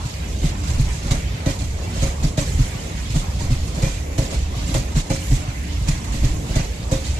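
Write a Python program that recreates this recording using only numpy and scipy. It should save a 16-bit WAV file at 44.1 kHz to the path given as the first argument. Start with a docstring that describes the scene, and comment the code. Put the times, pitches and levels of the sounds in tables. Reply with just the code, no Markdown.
"""Door of a standing train: passenger coaches roll slowly along the next track.
Each axle thumps over three rail joints (swelling resonances), strikes a wheel, rings the rail and shakes
a rattle out of the bogie (shaped noise). Knocks, ticks, clinks and short pitched pings come besides.
Under the blows, noise rumbles, growls and hisses the same way under every coach, with a rail hum.
Two microphone ports, the right one nearer."""
import sys
import numpy as np
from scipy import signal
from scipy.fft import rfft, irfft, next_fast_len
from scipy.io import wavfile
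from scipy.ndimage import uniform_filter1d

SR = 44100
rng = np.random.default_rng(int(sys.argv[2]) if len(sys.argv) > 2 else 0)


def file_out(sig):
    """Save sig as 16-bit WAV at sys.argv[1]."""
    # one column per channel
    cols = np.atleast_2d(sig).T
    # limit, then scale
    lim = np.clip(cols, -1, 1)
    pcm = np.round(lim * 32767).astype(np.int16)
    wavfile.write(sys.argv[1], SR, pcm)


def gain_from_db(level_db):
    """Turn a decibel level (scalar or array-like) into a linear amplitude factor."""
    decades = np.asarray(level_db, float) / 20
    return 10 ** decades


N = 317079
M = next_fast_len(N)
HZ = np.arange(M // 2 + 1) * SR / M + 1e-3  # offset keeps log(0) away
TIME_S = np.arange(N) / SR

# train geometry: coach to coach; axle to axle in a bogie; bogie to bogie across a coupling
COACH_M, WHEELBASE_M, COUPLING_M = 22.3, 2.906, 7.51
SPEED_M_S, SLOWING_M_S2 = 8.2397, 0.01483
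TRAVEL_M = SPEED_M_S * TIME_S - SLOWING_M_S2 * TIME_S ** 2 / 2

# offset of each axle in turn: thump_db, metal_db
AXLE_OFFSETS = [(0.1, 0.3), (0.1, 0), (0.1, -0.2), (0.1, 0), (0.1, -0.9), (0.1, 0.8), (0.1, 1), (0.1, -0.2),
                (0.1, 0), (0.1, 0.1), (0.1, 0), (0.1, 0)]
# travel until the first axle meets each joint (sharp, dipped, farther off): travel_m
JOINT_TRAVEL = [9.093, -3.889, 5.679]
# per joint, blow under the four axles around a coupling: thump_db, clang_db, rattle_db
JOINT_BLOWS = [
    [(-13.5, -27.5, -29.5), (-15, -27, -27.5), (-17, -26.5, -27.5), (-17, -24, -25.5)],
    [(-11, -29, -29), (-8.5, -38, -32), (-12, -30, -31), (-11.5, -34, -33)],
    [(-18, -33.5, -32.5), (-16, -36, -36), (-26, -33, -33.5), (-14.5, -33.5, -36)],
]
# per joint, track resonances: pitch_hz, level_db, swell_ms, steepness, start_after_axle_ms,
# leading_axle_pitch_ratio [1]; times hold at pitch ratio 1
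TRACK_MODES = [
    [(123, 8, 8.6, 6.2, 5.22, 1), (34.8, -3.5, 13.4, 0.47, 3, 0.835), (281, -6, 5.7, 2.7, 3.77, 0.84),
     (135, -3, 7.9, 1.9, 37.9, 1)],
    [(125.6, 0.5, 20.3, 3.6, -8.5, 1.15), (56, -2.5, 12.6, 7.9, -26.5, 1.09),
     (35.8, -2.5, 28.6, 2.1, -14.5, 0.93), (254.6, -12, 13, 2.8, -8.5, 0.967),
     (84, -15.5, 12, 1.7, -16.5, 0.97)],
    [(135, -2, 11, 8.4, 6.6, 0.92), (45.3, -6.5, 51, 0.83, 1.5, 0.33)],
]
# per joint, bogie rattle: start_after_axle_ms, rise_ms, crack_ms, shake_ms, shake_db
BOGIE_SHAKE = [(-1, 4.6, 4.3, 67, -3), (-16, 21, 22, 58.6, 0), (-20.5, 13, 8, 90, -2)]
# per joint, start of the rail clang: after_axle_ms
CLANG_START = [4.1, -12.5, 0]
# rail clang envelope: rise_ms, crack_ms, shake_ms, shake_db
CLANG_ENVELOPE = (-4, 21.5, 35, -0.5)
# rail and wheel ring in the clang noise: centre_hz, width_hz, level_db
CLANG_MODES = [(220, 110, 8.5), (286, 25, 4.5), (568, 115, -4.5), (646, 74, -15), (850, 120, -47)]
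# modes of a struck wheel: pitch_hz, level_over_clang_db, t60_s
WHEEL_MODES = [(295.8, -4.5, 0.21), (546.4, 0.5, 0.27), (632, 1, 0.098), (857, -6, 0.074),
               (1936, -12.5, 0.29), (2377, -18, 0.54), (3260, -28, 0.22)]
# per joint, strength of the rim strike; the sharp joint is hardest: level_db
RIM_LEVEL = [0, -12, -8.5]
# lighter knocks from under the coaches: start_s, thump_db, rattle_db
UNDERFLOOR_KNOCKS = [(0.05, -17, -29.5), (0.634, -22, -29), (1.338, -18, -41), (1.619, -18, -45),
                     (2.196, -22, -39), (2.752, -19, -46), (3.1, -16.5, -26.5), (4.564, -18, -32.5),
                     (5.48, -15, -47), (5.813, -17.5, -41), (6.44, -24, -44), (6.796, -21.5, -50)]
# bright ticks of loose metal: time_s, level_db
METAL_TICKS = [(0.7023, -19), (0.798, -14.5), (1.11, -11), (1.5094, -19), (2.2393, -24.5), (3.1597, -18),
               (3.821, -14.5), (4.5514, -25), (4.742, -14), (5.886, -13.5), (6.2437, -19.5)]
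# short pitched pings: start_s, pitch_hz, level_db, t60_ms
PITCHED_PINGS = [(.442, 5900, -38, 37), (.575, 7400, -40, 90), (.60, 7300, -34, 50), (.702, 7380, -29, 60),
                 (.715, 8050, -36, 50), (.798, 6550, -34, 40), (1.11, 2150, -29, 60),
                 (1.466, 6000, -26, 50), (2.2, 890, -36, 120), (2.243, 3500, -33, 50),
                 (2.419, 1110, -40, 250), (2.465, 507, -34, 150), (3.405, 920, -29, 120),
                 (3.49, 720, -32, 70), (4.675, 7500, -31, 50), (4.745, 3600, -32, 60),
                 (4.849, 1120, -40, 150), (4.965, 3900, -28, 50), (5.0, 3750, -35, 50),
                 (5.10, 850, -23, 110)]
# rattle spectrum: frequency_hz, density_db_per_hz
RATTLE_SPECTRUM = [(600, -27), (950, -0.5), (1400, -4), (1750, -5.5), (2100, 1), (2600, -0.5), (3000, -1.5),
                   (4200, 2), (5200, -1.5), (6800, 1), (7800, -2), (9000, -8), (13200, -16)]
# narrow-band tonal grain in the rattle: share [0-1], per_s, t60_ms (at 2 kHz), spread_db
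RATTLE_GRAIN = dict(share=.3, per_s=900, t60_ms=50, spread_db=1.2)
# rolling spectrum: frequency_hz, density_db_per_hz
ROLL_SPECTRUM = [(15, -25), (28, -14), (50, -3.5), (78, 0), (290, -23.5), (390, -26.5), (600, -28),
                 (1400, -33.5), (2100, -25), (2850, -27.5), (5500, -31), (7200, -29.5), (9200, -38.5),
                 (12000, -39.5), (13200, -50)]
# narrow-band tonal grain in the rolling noise: share [0-1], per_s, t60_ms (at 2 kHz), spread_db
ROLL_GRAIN = dict(share=.22, per_s=500, t60_ms=90, spread_db=1.0)
# ballast resonances in the rolling noise: centre_hz, width_hz, lift_db
BALLAST_MODES = [(53.3, 7.4, 6), (63.3, 8.4, 3), (69.4, 4.8, 3), (124.5, 60, -2.5), (164.3, 14.5, 4.5)]
# rolling level, repeating with every coach: place_in_coach_m, rumble_db, growl_db, hiss_db
COACH_LEVELS = [(0.2, -28, -35.5, -38), (2.45, -26, -37.5, -38), (4.87, -25.5, -35.5, -39),
                (6.7, -21, -36.5, -38.5), (7.63, -22, -36, -38), (9.5, -29, -33.5, -35),
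                (10.24, -26, -37, -38), (12.9, -27.5, -34, -39.5), (13.55, -21.5, -40, -39.5),
                (15.03, -26, -34.5, -38.5), (16.8, -22.5, -34, -36), (17.3, -27.5, -34.5, -38.5),
                (20.4, -18.5, -36.5, -33.5), (20, -31.5, -36.5, -43.5)]
# rail hum level: time_s, level_db
HUM_LEVEL = [(0, -53), (0.8, -42.5), (1.4, -62), (3.1, -51.5), (3.8, -45.5), (5.3, -47.5), (5.9, -40),
             (6.4, -39.5), (6.7, -48), (7.19, -48.5)]
# pitch range of the tonal grain: lowest_hz, highest_hz
GRAIN_RANGE = 350, 13000
# noise common to both ports: frequency_hz, share [0-1]
PORT_LIKENESS = [(30, 1), (60, 0.99), (150, 1), (300, 0.81), (600, 0.68), (1200, 0.39), (2500, 0),
                 (6000, 0)]
# port colour: frequency_hz, left_minus_right_db
PORT_BALANCE = [(60, -1.5), (110, -0.5), (200, 1), (370, -1.5), (670, -2), (1230, 0), (2250, -2),
                (4120, -3.0), (7540, -9.5), (13800, 9)]
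# left port delay: frequency_hz, lag_samples
PORT_LAG = [(500, 8), (1200, 18.45)]


def read(points, hz=HZ):
    """A table of frequency and value, read on a log-frequency axis."""
    table_hz, values = np.transpose(points)
    return np.interp(np.log(hz), np.log(table_hz), values)


def unit(x):
    """Scale to rms 1."""
    return x / np.sqrt(np.mean(x ** 2))


def add(line, start_s, shape):
    """Lay a shape into a line from start_s on."""
    i = int(start_s * SR)
    line[i:min(i + len(shape), N)] += shape[:max(N - i, 0)]


def walk(rate_hz):
    """Random levels held 1 / rate_hz seconds, smoothed twice; rms 1."""
    hold = int(SR / rate_hz)
    steps = np.repeat(rng.standard_normal(N // hold + 1), hold)
    return unit(uniform_filter1d(uniform_filter1d(steps, hold), hold)[:N])


def lagged(spectra):
    """Spectra to two channels; sound reaches the left port later."""
    lag_s = np.outer([1, 0], read(PORT_LAG)) / SR
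    return irfft(spectra * np.exp(-2j * np.pi * lag_s * HZ), M)[:, :N]


def noise():
    """Spectra of a noise pair: alike in the bass, more and more unrelated in the treble."""
    shared, left, right = rfft(rng.standard_normal((3, M)))
    like = np.clip(read(PORT_LIKENESS), 0, 1)
    return np.sqrt(like) * shared + np.sqrt(1 - like) * np.array([left, right])


def decaying_sine(hz, t60_ms):
    """A sine with a quick rise and an exponential decay, ended 40 dB down."""
    t = np.arange(int(t60_ms * SR / 1500)) / SR
    return (1 - np.exp(-t / 0.0014)) * gain_from_db(-60000 * t / t60_ms) * np.sin(2 * np.pi * hz * t)


def grainy_noise(share, per_s, t60_ms, spread_db):
    """Spectra of a noise pair with a share of its power in short decaying sines."""
    low_hz, high_hz = GRAIN_RANGE
    when, pitch, size, side, late = rng.random((int(per_s * N / SR), 5)).T
    start_s = when * N / SR
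    hz = low_hz * (high_hz / low_hz) ** pitch
    gain = np.sqrt(hz) * gain_from_db(-spread_db * np.log(1 - size))
    angle = side * np.pi / 2
    grain = np.zeros((2, M))
    for s, f, g, a, d in zip(start_s, hz, gain, angle, late):
        shape = g * decaying_sine(f, t60_ms * (2000 / f) ** 0.29)  # lower sines last longer
        add(grain[0], s + d * 0.0008, np.cos(a) * shape)
        add(grain[1], s, np.sin(a) * shape)
    share = share * (HZ > low_hz)
    grain_gain = np.sqrt(share * 2 * high_hz / SR)
    return np.sqrt(1 - share) * noise() + grain_gain * rfft(unit(grain))


def octaves(pair, low_hz, count, flicker_db, rate_hz):
    """Overlapping octave bands from low_hz up, each flickering alone."""
    bands = []
    for k in range(count):
        window = np.cos(np.pi / 2 * np.clip(np.log2(HZ / low_hz) - k, -1, 1)) ** 2
        bands.append(lagged(pair * window) * gain_from_db(flicker_db * walk(rate_hz)))
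    return bands


def shake(rise_ms, crack_ms, shake_ms, shake_db):
    """Power of metal noise: a crack, then loose parts shaking until they settle."""
    t_ms = np.arange(int(0.3 * SR)) * 1000 / SR
    settling = np.exp(-(t_ms / shake_ms) ** 2.1)  # exponent over 1: ends more abruptly
    decay = np.exp(-t_ms / crack_ms) + gain_from_db(shake_db) ** 2 * settling
    return (1 - np.exp(-(t_ms / rise_ms) ** 2)) * decay


def thump(hz, swell_ms, steepness):
    """A resonance fed through other resonances: it swells to its peak, then dies."""
    t = np.arange(int(0.25 * SR)) / SR
    u = 1000 * t / swell_ms
    return (u * np.exp(1 - u)) ** steepness * np.sin(2 * np.pi * hz * t)


def rail_hum():
    """Noise through a narrow rail resonance, its level rising and falling."""
    centre_hz, width_hz = 294, 14
    hum = lagged(noise() / (1 + 2j * (HZ - centre_hz) / width_hz) ** 2)
    return unit(hum) * gain_from_db(np.interp(TIME_S, *np.transpose(HUM_LEVEL)))


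def rolling():
    """Rough wheels on rough rail: rumble through the ballast, growl of the rail, hiss of the treads."""
    lift_db = sum(db / (1 + (2 * (HZ - hz) / width) ** 2) for hz, width, db in BALLAST_MODES)
    pair = grainy_noise(**ROLL_GRAIN) * gain_from_db(read(ROLL_SPECTRUM) + lift_db)
    bands = octaves(pair, 31.07, count=10, flicker_db=1.84, rate_hz=14)
    layers = sum(bands[:3]), sum(bands[3:6]), sum(bands[6:])  # rumble, growl, hiss
    place_m, *levels_db = np.transpose(COACH_LEVELS)
    mix = np.zeros((2, N))
    for layer, db in zip(layers, levels_db):
        mix += unit(layer) * gain_from_db(np.interp(TRAVEL_M, place_m, db, period=COACH_M))
    return mix


def clinks(rattle_power):
    """Faint clinks of loose parts at random times; level excess is exponential in dB."""
    per_s, least_db, mean_excess_db = 30, -49, 3
    for when, size in rng.random((int(per_s * N / SR), 2)):
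        db = least_db - mean_excess_db * np.log(1 - size)
        add(rattle_power, when * N / SR, gain_from_db(db) ** 2 * shake(4.0, 5.2, 20, -7.0))


def ticks(rattle_power):
    """Loose metal ticks: short, bright bursts of rattle."""
    for s, db in METAL_TICKS:
        add(rattle_power, s - 0.002, gain_from_db(db) ** 2 * shake(6.5, 1.5, 12.7, -12.5))


def pings(tones):
    """Short pitched pings, each a decaying sine."""
    for s, hz, db, t60_ms in PITCHED_PINGS:
        add(tones, s, gain_from_db(db) * decaying_sine(hz, t60_ms))


def knocks(tones, rattle_power):
    """Lighter knocks under the coaches: one low resonance and a little rattle."""
    for s, thump_db, rattle_db in UNDERFLOOR_KNOCKS:
        add(tones, s, gain_from_db(thump_db) * thump(117.7, 6.0, 0.98))
        add(rattle_power, s, gain_from_db(rattle_db) ** 2 * shake(7.2, 2.5, 42, -8.5))


def rattle(power):
    """Metal noise of loose parts of many sizes: each octave comes in its own lumps."""
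    pair = grainy_noise(**RATTLE_GRAIN) * gain_from_db(read(RATTLE_SPECTRUM))
    parts = octaves(pair, 980, count=5, flicker_db=0.9, rate_hz=60)
    lump_db = 1.5 * walk(75)
    return np.sqrt(power) * gain_from_db(lump_db) * unit(sum(parts))


def clang(power):
    """Noise through rail and wheel resonances, its level uneven."""
    modes = sum(gain_from_db(db) / (1 + 2j * (HZ - hz) / width) for hz, width, db in CLANG_MODES)
    flicker_db = 2.2 * walk(90)
    return np.sqrt(power) * gain_from_db(flicker_db) * unit(lagged(noise() * modes))


def wheel(detune, spread_db):
    """A wheel struck on the rim: decaying modes, varied a little at random with every strike."""
    hz, db, t60_s = np.transpose(WHEEL_MODES)[:, :, None]
    tune, size = rng.standard_normal((2, len(WHEEL_MODES), 1))
    t = np.arange(int(0.3 * SR)) / SR
    decay = gain_from_db(db + spread_db * size - 60 * t / t60_s)
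    modes = decay * np.sin(2 * np.pi * hz * (1 + detune * tune) * t)
    return (1 - np.exp(-t / 0.0013)) * np.sum(modes, axis=0)


def crossings(joint_m, blows):
    """(place around the coupling, s, thump dB, clang dB, rattle dB) of every axle meeting the joint."""
    place_m = 0, WHEELBASE_M, COUPLING_M, COUPLING_M + WHEELBASE_M
    for n, (thump_db, metal_db) in enumerate(AXLE_OFFSETS):
        coach, k = divmod(n, len(place_m))
        m = joint_m + coach * COACH_M + place_m[k]
        if TRAVEL_M[0] < m < TRAVEL_M[-1]:
            yield k, np.interp(m, TRAVEL_M, TIME_S), *np.add(blows[k], (thump_db, metal_db, metal_db))


def track_thump(tones, axle_s, thump_db, modes, leading):
    """Track resonances answer the axle, each time at a slightly different pitch."""
    crest_ms = 12  # this point keeps its place when a resonance is repitched
    for hz, db, swell_ms, steepness, after_ms, lead_ratio in modes:
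        ratio = (lead_ratio if leading else 1) * (1 + 0.025 * rng.standard_normal())
        start_s = axle_s + (crest_ms + (after_ms - crest_ms) / ratio) / 1000
        add(tones, start_s, gain_from_db(thump_db + db) * thump(hz * ratio, swell_ms / ratio, steepness))


def joints(tones, clang_power, rattle_power):
    """Every axle gives the joint's thump, a wheel strike, a rail clang and a bogie rattle."""
    per_joint = zip(JOINT_TRAVEL, JOINT_BLOWS, TRACK_MODES, CLANG_START, RIM_LEVEL, BOGIE_SHAKE)
    for joint_m, blows, modes, clang_ms, rim_db, (rattle_ms, *form) in per_joint:
        for k, s, thump_db, clang_db, rattle_db in crossings(joint_m, blows):
            track_thump(tones, s, thump_db, modes, leading=k % 2 == 0)
            clang_s = s + clang_ms / 1000
            add(tones, clang_s, gain_from_db(clang_db + rim_db) * wheel(detune=0.02, spread_db=4.0))
            add(clang_power, clang_s, gain_from_db(clang_db) ** 2 * shake(*CLANG_ENVELOPE))
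            add(rattle_power, s + rattle_ms / 1000, gain_from_db(rattle_db) ** 2 * shake(*form))


def scene():
    """Blows at the joints, loose metal and pings over the rolling noise."""
    background = rolling() + rail_hum()
    tones, clang_power, rattle_power = np.zeros((3, N))
    clinks(rattle_power)
    ticks(rattle_power)
    pings(tones)
    knocks(tones, rattle_power)
    joints(tones, clang_power, rattle_power)
    return background + rattle(rattle_power) + clang(clang_power) + lagged(rfft(tones, M))


def top_cut(x):
    """Nothing passes above the cut-off."""
    return signal.sosfilt(signal.butter(12, 14400, fs=SR, output="sos"), x)


def record(dry):
    """Microphone ports: the loudest crests are rounded, the ports differ in colour, the top is cut."""
    top_hz = 13250
    rounded = np.tanh(1.296 * dry) / 1.275
    colour = gain_from_db(np.outer([0.5, -0.5], read(PORT_BALANCE))) * (HZ < top_hz)
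    mix = irfft(rfft(rounded, M) * colour, M)[:, :N]
    return top_cut(mix)


dry = scene()
out = record(dry)
file_out(out)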